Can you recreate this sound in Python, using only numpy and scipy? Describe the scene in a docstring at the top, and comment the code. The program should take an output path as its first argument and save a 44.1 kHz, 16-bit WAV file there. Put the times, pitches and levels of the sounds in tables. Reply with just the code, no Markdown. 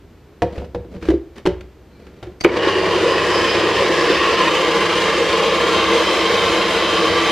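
"""In a small kitchen with low rumble and a thin whine, a cup of fruit knocks on a blender base and a counter:
impacts are decaying modes and noise, sliding plastic is modulated noise. A faint rub and a snapping latch follow.
Then the motor jerks into motion with a crack; shaft harmonics and mains hum underlie resonant noise of the
churning fruit, whose colour shifts, with gliding whistles, thumps and brief swells.
Halfway through, the listening point rises from the counter to the cup. Peaks are clipped."""
import sys
import numpy as np
from scipy import signal
from scipy.fft import rfft, irfft, next_fast_len
from scipy.io import wavfile
from scipy.ndimage import map_coordinates

SR = 44100
rng = np.random.default_rng(int(sys.argv[2]) if len(sys.argv) > 2 else 0)


def dump_mix(stems):
    """Bounce the given channels to the path in sys.argv[1] as a 16-bit WAV at rate SR."""
    frames = np.atleast_2d(stems).T  # one column per channel
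    limited = np.clip(frames, -1, 1)  # hard clip at full scale
    pcm = np.round(limited * 32767).astype(np.int16)
    wavfile.write(sys.argv[1], SR, pcm)


N = 322371
TIME_S = np.arange(N) / SR


def amp(db):
    """Level law: 20 dB is a factor of ten in amplitude."""
    return 10 ** (np.asarray(db) / 20)


def unit(x):
    """Normalization by signal power: scale to rms 1."""
    return x / np.sqrt(np.mean(x ** 2) + 1e-20)


def along(points, hz):
    """Logarithmic frequency scale: interpolate (frequency, value) points along it."""
    point_hz, values = np.transpose(points)
    return np.interp(np.log(hz + 1), np.log(point_hz + 1), values)


def curves(rows):
    """Piecewise-linear control: one value per sample for each column after the time."""
    s, *columns = np.transpose(rows)
    return [np.interp(TIME_S, s, column) for column in columns]


def wobble(rate):
    """Band-limited fluctuation: a smooth random curve with rate knots a second."""
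    knots = rng.standard_normal(int(N * rate / SR) + 4)
    return map_coordinates(knots, [np.arange(N) * rate / SR])


def bell(distance, width):
    """Gaussian selectivity: a peak of 1 with the given full width at half height."""
    return np.exp2(-(2 * distance / width) ** 2)


def filtered(x, response):
    """Linear filtering: multiply the spectrum by a response of frequency."""
    size = x.shape[-1]
    m = next_fast_len(size + SR // 2)
    return irfft(rfft(x, m) * response(np.fft.rfftfreq(m, 1 / SR)), m)[..., :size]


def noise(spectrum, size):
    """Spectral shaping: two unrelated coloured noises of rms 1."""
    return unit(filtered(rng.standard_normal((2, size)), lambda hz: amp(along(spectrum, hz))))


# stereo width of the sound field: (frequency [Hz], side gain [dB])
SIDE_GAIN = [(60, -55), (110, -19), (200, -19), (380, -14.5), (690, -25.5), (1280, -18), (2350, -18),
             (4340, -9.5), (8000, -1.5), (14700, 5.5)]


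def spread(pair):
    """Interaural decorrelation: mid plus and minus side, nearly mono in the bass, wide in the treble."""
    side = filtered(pair[1], lambda hz: amp(along(SIDE_GAIN, hz)))
    return np.array([pair[0] + side, pair[0] - side])


def add(track, s, sound):
    """Superposition: mix a sound into a track at time s."""
    part = track[..., round(s * SR):][..., :sound.shape[-1]]
    part += sound[..., :part.shape[-1]]


# spectrum of the kitchen's rumble: (frequency [Hz], relative density [dB per Hz])
KITCHEN_RUMBLE = [(25, -23), (40, -4), (62, 5.5), (100, -1.5), (165, -5), (240, -7), (380, -4), (630, -16),
                  (1000, -20), (2000, -25), (4500, -32.5), (8000, -41.5), (13000, -52), (15000, -66)]


def background(floor_db=-45, whine_db=-74, whine_hz=13000):
    """Steady ambience: diffuse low-frequency noise with one pure high tone, a thin electric whine."""
    whine = amp(whine_db) * np.sin(2 * np.pi * whine_hz * TIME_S)
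    return spread(amp(floor_db) * noise(KITCHEN_RUMBLE, N)) + whine


def ring(modes, t, attack, vary_db=3.0, detune=0.021):
    """Modal superposition: struck modes with peak 1; level and pitch differ a little at each blow."""
    chance = rng.standard_normal((len(modes), 2))
    x = np.zeros(len(t))
    for (hz, db, t60), (level_chance, pitch_chance) in zip(modes, chance):
        decay = amp(db + vary_db * level_chance - 60 * t / t60)
        x += decay * np.sin(2 * np.pi * hz * (1 + detune * pitch_chance) * t)
    x = x * (1 - np.exp(-t / attack))
    return x / np.abs(x).max()


SOFT_CYCLES = 0.55  # a mode loses 6 dB when the contact rise lasts this many of its cycles


def softened(modes, rise):
    """Impact spectrum: a slow contact hardly reaches the higher modes."""
    return [(hz, db - 20 * np.log10(1 + (hz * rise / SOFT_CYCLES) ** 2), t60) for hz, db, t60 in modes]


# contacts; levels precede the per-source offsets in knocks(): (time [s], cup level [dB],
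# motor base level [dB], counter level [dB], click level [dB], rise [s])
CONTACTS = [(0.4202, -10.5, -20, -18, -15.5, 0.0003), (0.4247, -16.5, -30, -36, -26, .0004),
            (.43, -16.5, -20.5, -23, -26, 0.00067), (0.459, -30, -31, -43, -43, 0.0013),
            (.577, -26, -31, -19.5, -21.5, 0.005), (.619, -30, -45, -28.5, -42, 0.0012),
            (.645, -38, -42, -39, -38, .002), (0.747, -20.5, -27.5, -30, -27, 0.0007),
            (0.757, -24, -35, -23, -36, 0.0012), (0.845, -38, -44, -35, -49, 0.00095),
            (.964, -37, -39, -28, -38, 0.0018), (1.024, -40, -29, -29, -22.5, 0.0032),
            (1.052, -35.5, -35, -35, -24, .003), (1.0862, -34, -7.5, -18, -21.5, 0.0005),
            (1.102, -21.5, -9.5, -25, -19.5, 0.002), (1.112, -24, -26, -31, -32, .002),
            (1.139, -37, -11.5, -46, -40, .003), (1.357, -53, -42, -44, -36, .002),
            (1.4541, -24, -14.5, -21, -19, 0.002), (1.461, -17, -19, -16, -13.5, 0.00051),
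            (1.4702, -22.5, -13, -19, -16, 0.00055), (1.608, -43.5, -61, -38, -30, 0.0009),
            (2.067, -45, -46, -38, -35, 0.002), (2.227, -34, -32.5, -31, -19, 0.006),
            (2.271, -42, -29.5, -36, -41, .004), (2.4474, -15, -3.5, -36.5, -33, 0.00076),
            (2.468, -35, -9, -38, -38, 0.0018)]
# modes of cup, motor base and counter: (frequency [Hz], relative level [dB], nominal 60 dB decay [s])
CUP_MODES = [(484.4, 6, 0.12), (527.6, 2, 0.19), (577, -8, 0.09), (696, 7.5, 0.06), (806, 9, 0.026),
             (922, 7, 0.031)]
BASE_MODES = [(201, -14, 0.065), (332, -12, 0.085), (365.3, 9.5, 0.092), (420, -4, 0.17)]
COUNTER_MODES = [(65.9, -4, 0.39), (78, -4.5, 0.29), (99, -3, 0.14), (121, -2.5, 0.12), (175, 1.5, 0.09)]
# spectrum of a plastic contact: (frequency [Hz], relative level [dB])
CLICK_SPECTRUM = [(200, -2), (700, 4.5), (1050, -4), (1400, 1.5), (2400, -3), (3800, -8), (7000, -22.5),
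                  (11000, -34.5), (15000, -38)]
SEATED_AT_S = 1.2  # the cup drops into its seat
# speed of the ringing, both pitch and decay: base before seating, cup after it
LOOSE_BASE_RATIO, SEATED_CUP_RATIO = 0.93, 1.08


def knocks(cup_db=4, base_db=4, counter_db=2.0, click_db=-2, click_t60=0.032,
           rattle_db=-20, rattle_t60=0.17, grit_db=2.2):
    """Impact excitation: each contact clicks and rings the cup, the heavy base and the counter below."""
    out, t = np.zeros((2, N)), np.arange(SR // 2) / SR
    clicks, rattles = np.zeros((2, N)), np.zeros((2, N))
    for s, cup, base, counter, click, rise in CONTACTS:
        seated = s > SEATED_AT_S
        cup_ratio, base_ratio = (SEATED_CUP_RATIO, 1) if seated else (1, LOOSE_BASE_RATIO)
        cup_ring = ring(softened(CUP_MODES, rise), t * cup_ratio, attack=0.0011, vary_db=3.1, detune=0.011)
        base_ring = ring(BASE_MODES, t * base_ratio, attack=0.002, vary_db=1.6, detune=0.015)
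        counter_ring = ring(COUNTER_MODES, t, attack=0.0044, detune=0.08)
        add(out, s, amp(cup + cup_db) * cup_ring)
        add(out, s, amp(base + base_db) * base_ring)
        add(out, s, amp(counter + counter_db) * counter_ring)
        # a hard crack, then the loose plastic parts rattle on
        contact = amp(click + click_db) * (1 - np.exp(-t / rise)) * noise(CLICK_SPECTRUM, len(t))
        add(clicks, s, amp(-60 * t / click_t60) * contact)
        add(rattles, s, amp(rattle_db - 60 * t / rattle_t60) * contact)
    grit = unit(amp(grit_db * wobble(400)))
    return out + spread(clicks + rattles * grit)


# reverberation of the kitchen: (frequency [Hz], 60 dB decay [s])
ROOM_DECAY = [(100, 0.35), (500, 0.4), (3000, 0.36), (12000, 0.2)]


def room(x):
    """Reverberation: convolution with noise whose decay depends on frequency, different at each ear."""
    hz, t, z = signal.stft(rng.standard_normal((2, SR // 2)), SR, nperseg=256)
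    decay = amp(-60 * t / along(ROOM_DECAY, hz)[:, None])
    tail = signal.istft(z * decay, SR, nperseg=256)[1]
    tail = tail / np.linalg.norm(tail[0])
    late = np.pad(x.mean(axis=0), (SR // 200, 0))  # the tail lags by 5 ms
    return spread(signal.fftconvolve(late[None], tail, axes=1)[:, :N])


# the cup slides in its seat: (time [s], length [s], groan level [dB], scrape level [dB])
SLIDING_STROKES = [(0.578, 0.14, -35, -49.5), (0.643, 0.046, -38, -59), (0.81, 0.18, -43, -75),
                   (0.953, 0.08, -35.5, -51), (1.08, 0.11, -34, -40), (1.385, 0.047, -38, -41.5),
                   (2.075, 0.32, -48.5, -58), (2.283, 0.13, -40.5, -56)]


def slides(grain_db=3.0, grit_db=3):
    """Stick-slip friction: plastic rubs on plastic in short strokes and makes the cup groan."""
    groan = noise([(60, -31), (165, -1.0), (300, -5.5), (470, -3.5), (540, -5.5), (640, -11.0),
                   (900, -35), (2000, -64)], N)
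    scrape = noise([(200, -25), (1000, 5.0), (2400, 1.0), (3300, -4.0), (4500, -5.5),
                    (8000, -19.0), (15000, -31)], N)
    scrape = unit(scrape * amp(grit_db * wobble(900)))
    out = np.zeros((2, N))
    for s, length, groan_db, scrape_db in SLIDING_STROKES:
        stroke = np.exp(-(2 * (TIME_S - s) / length) ** 2)
        out += stroke * (amp(groan_db) * groan + amp(scrape_db) * scrape)
    grain = unit(amp(grain_db * wobble(110)))
    return spread(out * grain)


RUB_AT_S, RUB_LENGTH_S, RUB_DB = 2, 0.15, -62
# resonances of the rub: (frequency [Hz], width [Hz], relative level [dB])
RUB_BANDS = [(2340, 110, -1), (4150, 120, -3), (4580, 120, -8)]


def rub():
    """Friction noise: a short airy swish in narrow bands, as of a hand reaching over the housing."""
    def bands(hz):
        return sum(amp(db) * bell(hz - centre, width) for centre, width, db in RUB_BANDS)

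    swish = unit(filtered(rng.standard_normal((2, N)), bands))
    return spread(amp(RUB_DB) * bell(TIME_S - RUB_AT_S, RUB_LENGTH_S) * swish)


# snaps of the latch: (time [s], ring level [dB], snap level [dB])
LATCH_SNAPS = [(2.404, -35.5, -36), (2.409, -15.5, -30), (2.4122, -23, -23.5), (2.4387, -30, -22),
               (2.442, -29, -20)]
# modes of the switch: (frequency [Hz], relative level [dB], 60 dB decay [s])
SWITCH_MODES = [(1970, -1, 0.02), (4530, -1, 0.03), (4780, -7, 0.018), (6300, -3, 0.015),
                (7860, -11, 0.012)]


def latch(snap_t60=0.038):
    """Transient excitation: the cup's tabs snap the switch down with noise bursts and high, short modes."""
    out, t = np.zeros((2, N)), np.arange(SR // 10) / SR
    for s, ring_db, snap_db in LATCH_SNAPS:
        burst = noise([(300, 8), (5000, -4), (9000, -20), (15000, -26)], len(t))
        snap = amp(snap_db - 60 * t / snap_t60) * burst
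        add(out, s, amp(ring_db) * ring(SWITCH_MODES, t, attack=0.00027, detune=0.032) + snap)
    return out


START_S = 2.447  # the motor is switched on
# the drive coupling takes up the load: (frequency [Hz], relative density [dB per Hz])
BITE_SPECTRUM = [(120, -25), (300, 5), (800, -2), (1130, -2), (1500, -8), (2000, -1), (2420, 1),
                 (2850, -10), (4100, -20), (6000, -46), (15000, -56)]


def bite(db=-4.0, crack_t60=0.023, grind_db=-13, grind_t60=0.14):
    """Two-stage decay: the first jerk slams the coupling into the blades, which grind into packed fruit."""
    out, t = np.zeros((2, N)), np.arange(SR // 4) / SR
    fade = amp(-60 * t / crack_t60) + amp(grind_db - 60 * t / grind_t60)
    add(out, START_S, amp(db) * fade * noise(BITE_SPECTRUM, len(t)))
    return spread(out)


def running(rise):
    """First-order rise: 0 before the motor starts, then up towards 1 with this time constant [s]."""
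    return 1 - np.exp(-np.maximum(TIME_S - START_S, 0) / rise)


# shaft speed under load, before spin-up and jitter: (time [s], speed [turns a second])
SHAFT_SPEED = [(2.85, 170), (3.15, 165), (3.55, 165), (3.75, 160), (3.95, 165), (4.1, 150), (4.32, 180),
               (4.52, 162), (4.75, 167), (5.4, 170.8), (5.65, 169), (5.95, 182), (6.37, 183), (7.17, 166)]


def shaft_turns(spin_up=0.06, jitter=0.0039):
    """Phase accumulation: turns done so far, as the shaft spins up and then wavers."""
    speed, = curves(SHAFT_SPEED)
    return np.cumsum(speed * running(spin_up) * (1 + jitter * wobble(25))) / SR


LIFT_START_S, LIFT_TAKES_S = 3.8, 0.51


def lifted():
    """Source distance: 0 while one listens at the counter, 1 once level with the cup."""
    return np.clip((TIME_S - LIFT_START_S) / LIFT_TAKES_S, 0, 1)


MAINS_HZ = 50
# shaft harmonics: (multiple of the shaft rate, rms level [dB], share of random flutter [0 to 1])
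SHAFT_ORDERS = [(1, -38.5, 0.22), (2, -33, 0.52), (3, -47, 0.8), (5, -38, 0.3)]


def motor(turns, hum_db=-39, overtone_db=-48, hum_lift_db=-10, overtone_lift_db=3, waver_db=4.5):
    """Order spectrum: unbalance and blades sound at shaft multiples; field coils hum at twice the mains."""
    out = np.zeros(N)
    for multiple, db, rough in SHAFT_ORDERS:
        flutter = np.sqrt(1 - rough) + np.sqrt(rough / 2) * (wobble(35) + 1j * wobble(35))
        out += amp(db) * np.real(flutter * np.exp(2j * np.pi * multiple * turns))
    field, lift = 2 * np.pi * 2 * MAINS_HZ * TIME_S, lifted()
    # the hum is strongest near the counter
    hum_level = hum_db + lift * (hum_lift_db + waver_db * wobble(3.7))
    overtone_level = overtone_db + lift * overtone_lift_db + waver_db * wobble(3.34)
    out += amp(hum_level) * np.sin(field)
    out += amp(overtone_level) * np.sin(2 * field)
    return np.sqrt(2) * out * running(0.064)


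def causal(gain):
    """Minimum phase: fold the cepstrum so that the response rings only after it is struck."""
    cepstrum = irfft(np.log(gain + 1e-6))
    half = len(cepstrum) // 2
    fold = np.concatenate([[1], np.full(half - 1, 2), [1], np.zeros(half - 1)])
    return np.exp(rfft(cepstrum * fold))


# the mix against the cup wall: (frequency [Hz], relative density [dB per Hz])
CHURN_SPECTRUM = [(25, -30), (68, 0.5), (130, -12), (203, 2), (260, -3.5), (320, 4), (600, 7.5),
                  (780, -2.5), (1400, -3), (2800, -3), (4200, -8.5), (6000, -18), (9000, -31.5),
                  (12500, -40), (15000, -54)]


def chop(turns, resonances, chunk_rate, chunk_db, blade_depth, surge_db):
    """Source and filter: turbulence and chunks flung by the blades excite the cup's resonances."""
    chunks = (rng.random(N) < chunk_rate / SR) * rng.uniform(-1.04, 1, (2, N))
    force = rng.standard_normal((2, N)) + amp(chunk_db) * unit(chunks)
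    blades = 1 + blade_depth * np.cos(2 * np.pi * 2 * turns)  # two pulses a turn
    force = force * blades * amp(surge_db * wobble(60))

    def wall(hz):
        peaks_db = sum(db * bell(hz - centre, width) for centre, width, db in resonances)
        return causal(amp(along(CHURN_SPECTRUM, hz) + peaks_db))

    return unit(filtered(force, wall))


def swirl(x, deep_db=0.5, treble_db=2.5, width_hz=55, rate=6, size=2048):
    """Time-varying resonance: the vortex reshapes the cup's air pocket, so bands come and go, least in the bass."""
    hz, t, z = signal.stft(x, SR, nperseg=size)
    grid = np.meshgrid(hz / width_hz, t * rate, indexing="ij")
    knots = rng.standard_normal((1024, 128))
    depth = along([(550, deep_db), (1400, treble_db)], hz)[:, None]
    gain = amp(depth * map_coordinates(knots, grid, mode="wrap"))
    return signal.istft(z * gain, SR, nperseg=size)[1][:, :N]


SURGES_PER_S = 14  # how fast the load on the blades changes


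def load_gain(voice, surge, shared=0.14):
    """Amplitude modulation: a voice builds up, then surges with the load, partly in step with the others."""
    full_db, short_db, build_s, lift_db, surge_db = voice
    surging = np.sqrt(shared) * surge + np.sqrt(1 - shared) * wobble(SURGES_PER_S)
    built_db = full_db - short_db * (1 - running(build_s))
    return amp(built_db + lift_db * lifted() + surge_db * surging)


# colour of the churn: (time [s], position [0 early, 1 middle, 2 late colour])
CHURN_COLOUR = [(2.45, 0.014), (4.1, 0.53), (4.45, 1.01), (5.2, 0.91), (6, 1.97), (7.3, 1.98)]
# resonances in the early, middle and late colour: (frequency [Hz], width [Hz], boost [dB])
EARLY_RESONANCES = [(365, 78, 12), (469, 62, 8), (544, 20, 4.5), (1030, 170, 8.5), (1106, 68, 4.5),
                    (1840, 340, 7.5), (2420, 290, 3.5), (2803, 120, 4.5), (3140, 170, 5.5),
                    (4670, 280, 3.5)]
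MIDDLE_RESONANCES = [(333, 63, 7.5), (467, 78, 11.5), (532, 22, 4), (760, 310, -1.5), (926, 50, 6.5),
                     (1044, 64, 12.5), (1159, 82, 9.5), (1680, 79, 7.5), (2050, 300, 3), (2800, 90, 5),
                     (3050, 230, 3), (4950, 400, 3)]
LATE_RESONANCES = [(332.5, 26.5, 13.1), (466, 57, 10), (542, 14, 2.3), (1048, 97, 9.1), (1158, 60, 9.8),
                   (1620, 130, 1.7), (2090, 200, 3.58), (3110, 150, 3.6), (3860, 270, 3.3),
                   (5000, 410, 2.6), (12000, 5000, 1.3)]
# four voices of the mix build up as the blades draw the fruit in, levels before piece gains: (full level [dB],
# initial deficit [dB], build-up [s], change at the raised listening point [dB], random surging [dB])
DEEP_VOICE = (-17.5, 3.5, 0.93, -1.85, .5)
DRONE_VOICE = (-22, 7, 0.51, -0.5, 0.66)
SPRAY_VOICE = (-20.5, 10, 0.44, -0.2, 0.34)
FIZZ_VOICE = (-40.5, 16, 0.34, 0, 0.84)
# big pieces hit the blades, also heard in thumps():
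# (time [s], length [s], splash gain [dB], thump level on the base [dB])
BIG_PIECES = [(2.574, 0.014, 6.5, -13.5), (2.638, 0.025, 3.5, -18), (2.687, 0.065, 5, -8.5),
              (2.766, .045, 1, -15), (3.077, 0.032, -0.5, -25), (3.824, 0.02, 1, -20),
              (3.9, 0.01, -3, -11.5), (4.106, 0.025, 2.5, -9)]
PIECE_CHURN_SHARE = 0.62  # how much of the splash gain in dB reaches the deep churn


def blending(turns, low_hz=760, high_hz=1450, fizz_hz=6000, slap_db=1.5, slaps_per_s=150):
    """Band decomposition: churn of shifting colour, split into deep churn, drone, spray and fizz under load."""
    colour, = curves(CHURN_COLOUR)
    early = chop(turns, EARLY_RESONANCES, chunk_rate=350, chunk_db=-6, blade_depth=0.097, surge_db=0.44)
    middle = chop(turns, MIDDLE_RESONANCES, chunk_rate=800, chunk_db=-7.0, blade_depth=0.099, surge_db=1.1)
    late = chop(turns, LATE_RESONANCES, chunk_rate=1000, chunk_db=-8.5, blade_depth=0.041, surge_db=0.5)
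    mix = np.zeros((2, N))
    for k, sound in enumerate([early, middle, late]):
        mix += np.sqrt(np.clip(1 - np.abs(colour - k), 0, 1)) * sound  # equal-power crossfade
    mix = swirl(mix)

    def below(edge):
        return filtered(mix, lambda hz: 1 / (1 + (hz / edge) ** 20))

    deep, lower, body = below(low_hz), below(high_hz), below(fizz_hz)
    surge = wobble(SURGES_PER_S)
    piece_db = sum(db * bell(TIME_S - s, length) for s, length, db, _ in BIG_PIECES)
    # fruit beats on the wall, less strongly in the later colours
    slaps = amp(slap_db * wobble(slaps_per_s) / (1 + np.abs(colour)))
    churn = load_gain(DEEP_VOICE, surge) * unit(deep * slaps)
    upper_voices = [(DRONE_VOICE, lower - deep), (SPRAY_VOICE, body - lower), (FIZZ_VOICE, mix - body)]
    splash = sum(load_gain(voice, surge) * unit(band) for voice, band in upper_voices)
    return spread(amp(PIECE_CHURN_SHARE * piece_db) * churn + amp(piece_db) * splash) * running(0.074)


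# two breathy, gliding whistles of the cup: (time [s], frequency [Hz], level before start-up [dB])
LOW_WHISTLE_TRACK = [(2.53, 2900, -50.5), (2.6, 2930, -30), (3, 2880, -37), (3.4, 3060, -30),
                     (4.25, 3023, -47), (4.42, 3020, -32), (4.56, 3030, -25), (4.7, 3150, -34),
                     (5.25, 3190, -35), (6, 3140, -29), (6.75, 3110, -31.5), (7.3, 3130, -27.5)]
HIGH_WHISTLE_TRACK = [(2.56, 4670, -58), (2.7, 4740, -45), (2.92, 4780, -36), (3.08, 4900, -40),
                      (3.2, 5030, -37.5), (3.48, 5080, -34.5), (3.62, 5038, -41), (4.15, 5190, -37),
                      (4.5, 5130, -60)]


def whistle(track, width_hz, flutter_db):
    """Frequency shifting: a narrow band of rushing air glides along its track and flutters."""
    hz, db = curves(track)
    band_hz = SR / 8  # the band is made here, then shifted to the track
    band = filtered(rng.standard_normal((2, N)), lambda f: bell(f - band_hz, width_hz))
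    analytic = signal.hilbert(band, next_fast_len(N))[:, :N]
    glide = np.real(analytic * np.exp(2j * np.pi * np.cumsum(hz - band_hz) / SR))
    return spread(amp(db) * unit(glide * amp(flutter_db * wobble(20)))) * running(0.05)


def thumps(attack=0.0064, damping=2.1):
    """Damped modal response: each big piece jolts the motor base; the pressing hand shortens the ring."""
    out, t = np.zeros(N), np.arange(SR // 4) / SR
    held = [(hz, db, t60 / damping) for hz, db, t60 in BASE_MODES]
    for s, length, _, db in BIG_PIECES:
        add(out, s - length / 4, amp(db) * ring(held, t, attack))
    return out


# one resonance swells as the mix shifts or a lump strikes the cup wall:
# (time [s], length [s], frequency [Hz], width [Hz], level [dB])
RESONANT_SWELLS = [(3.08, 0.049, 505, 110, -18), (3.195, 0.014, 1830, 199, -27),
                   (3.787, .025, 1810, 200, -23.5), (3.825, 0.037, 534, 99.6, -17.5),
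                   (3.99, 0.029, 1800, 200, -29), (4.09, 0.023, 1790, 170, -23),
                   (4.209, 0.083, 1870, 169, -24), (4.248, 0.092, 1100, 120, -18.5),
                   (4.477, .025, 1810, 200, -23), (4.65, 0.077, 468.6, 70, -19),
                   (5.13, 0.11, 1156, 70, -28), (5.215, .06, 480, 89, -20.5), (5.46, 0.27, 502, 141, -22),
                   (5.95, .11, 470, 89.7, -19.5), (6.335, .06, 476, 90.2, -20)]


def swells():
    """Transient resonance: narrow noise bands swell briefly, low gulps of the vortex and higher knocks of lumps."""
    out, t = np.zeros(N), np.arange(SR) / SR - 0.5
    for s, length, centre, width, db in RESONANT_SWELLS:
        shape = bell(t, length)
        band = filtered(rng.standard_normal(SR), lambda hz: bell(hz - centre, width))
        add(out, s - 0.5, amp(db) * np.sqrt(np.mean(shape ** 2)) * unit(shape * band))
    return out


def scene():
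    """Superposition of sources: handling noises with reverberation, then the running blender."""
    handling = knocks() + slides() + rub() + latch() + bite()
    reverberant = amp(-11.5) * room(handling)
    turns = shaft_turns()
    whistles = whistle(LOW_WHISTLE_TRACK, width_hz=190, flutter_db=1.4)
    whistles = whistles + whistle(HIGH_WHISTLE_TRACK, width_hz=420, flutter_db=4.5)
    blender = motor(turns) + blending(turns) + whistles + thumps() + swells()
    return background() + handling + reverberant + blender


TOP_HZ = 15200  # upper band limit


def record(dry):
    """Overload and band limitation: peaks are clipped, then a steep low-pass removes the highest treble."""
    return filtered(np.clip(dry, -0.97, 0.97), lambda hz: 1 / (1 + (hz / TOP_HZ) ** 120))


dry = scene()
out = record(dry)
dump_mix(out)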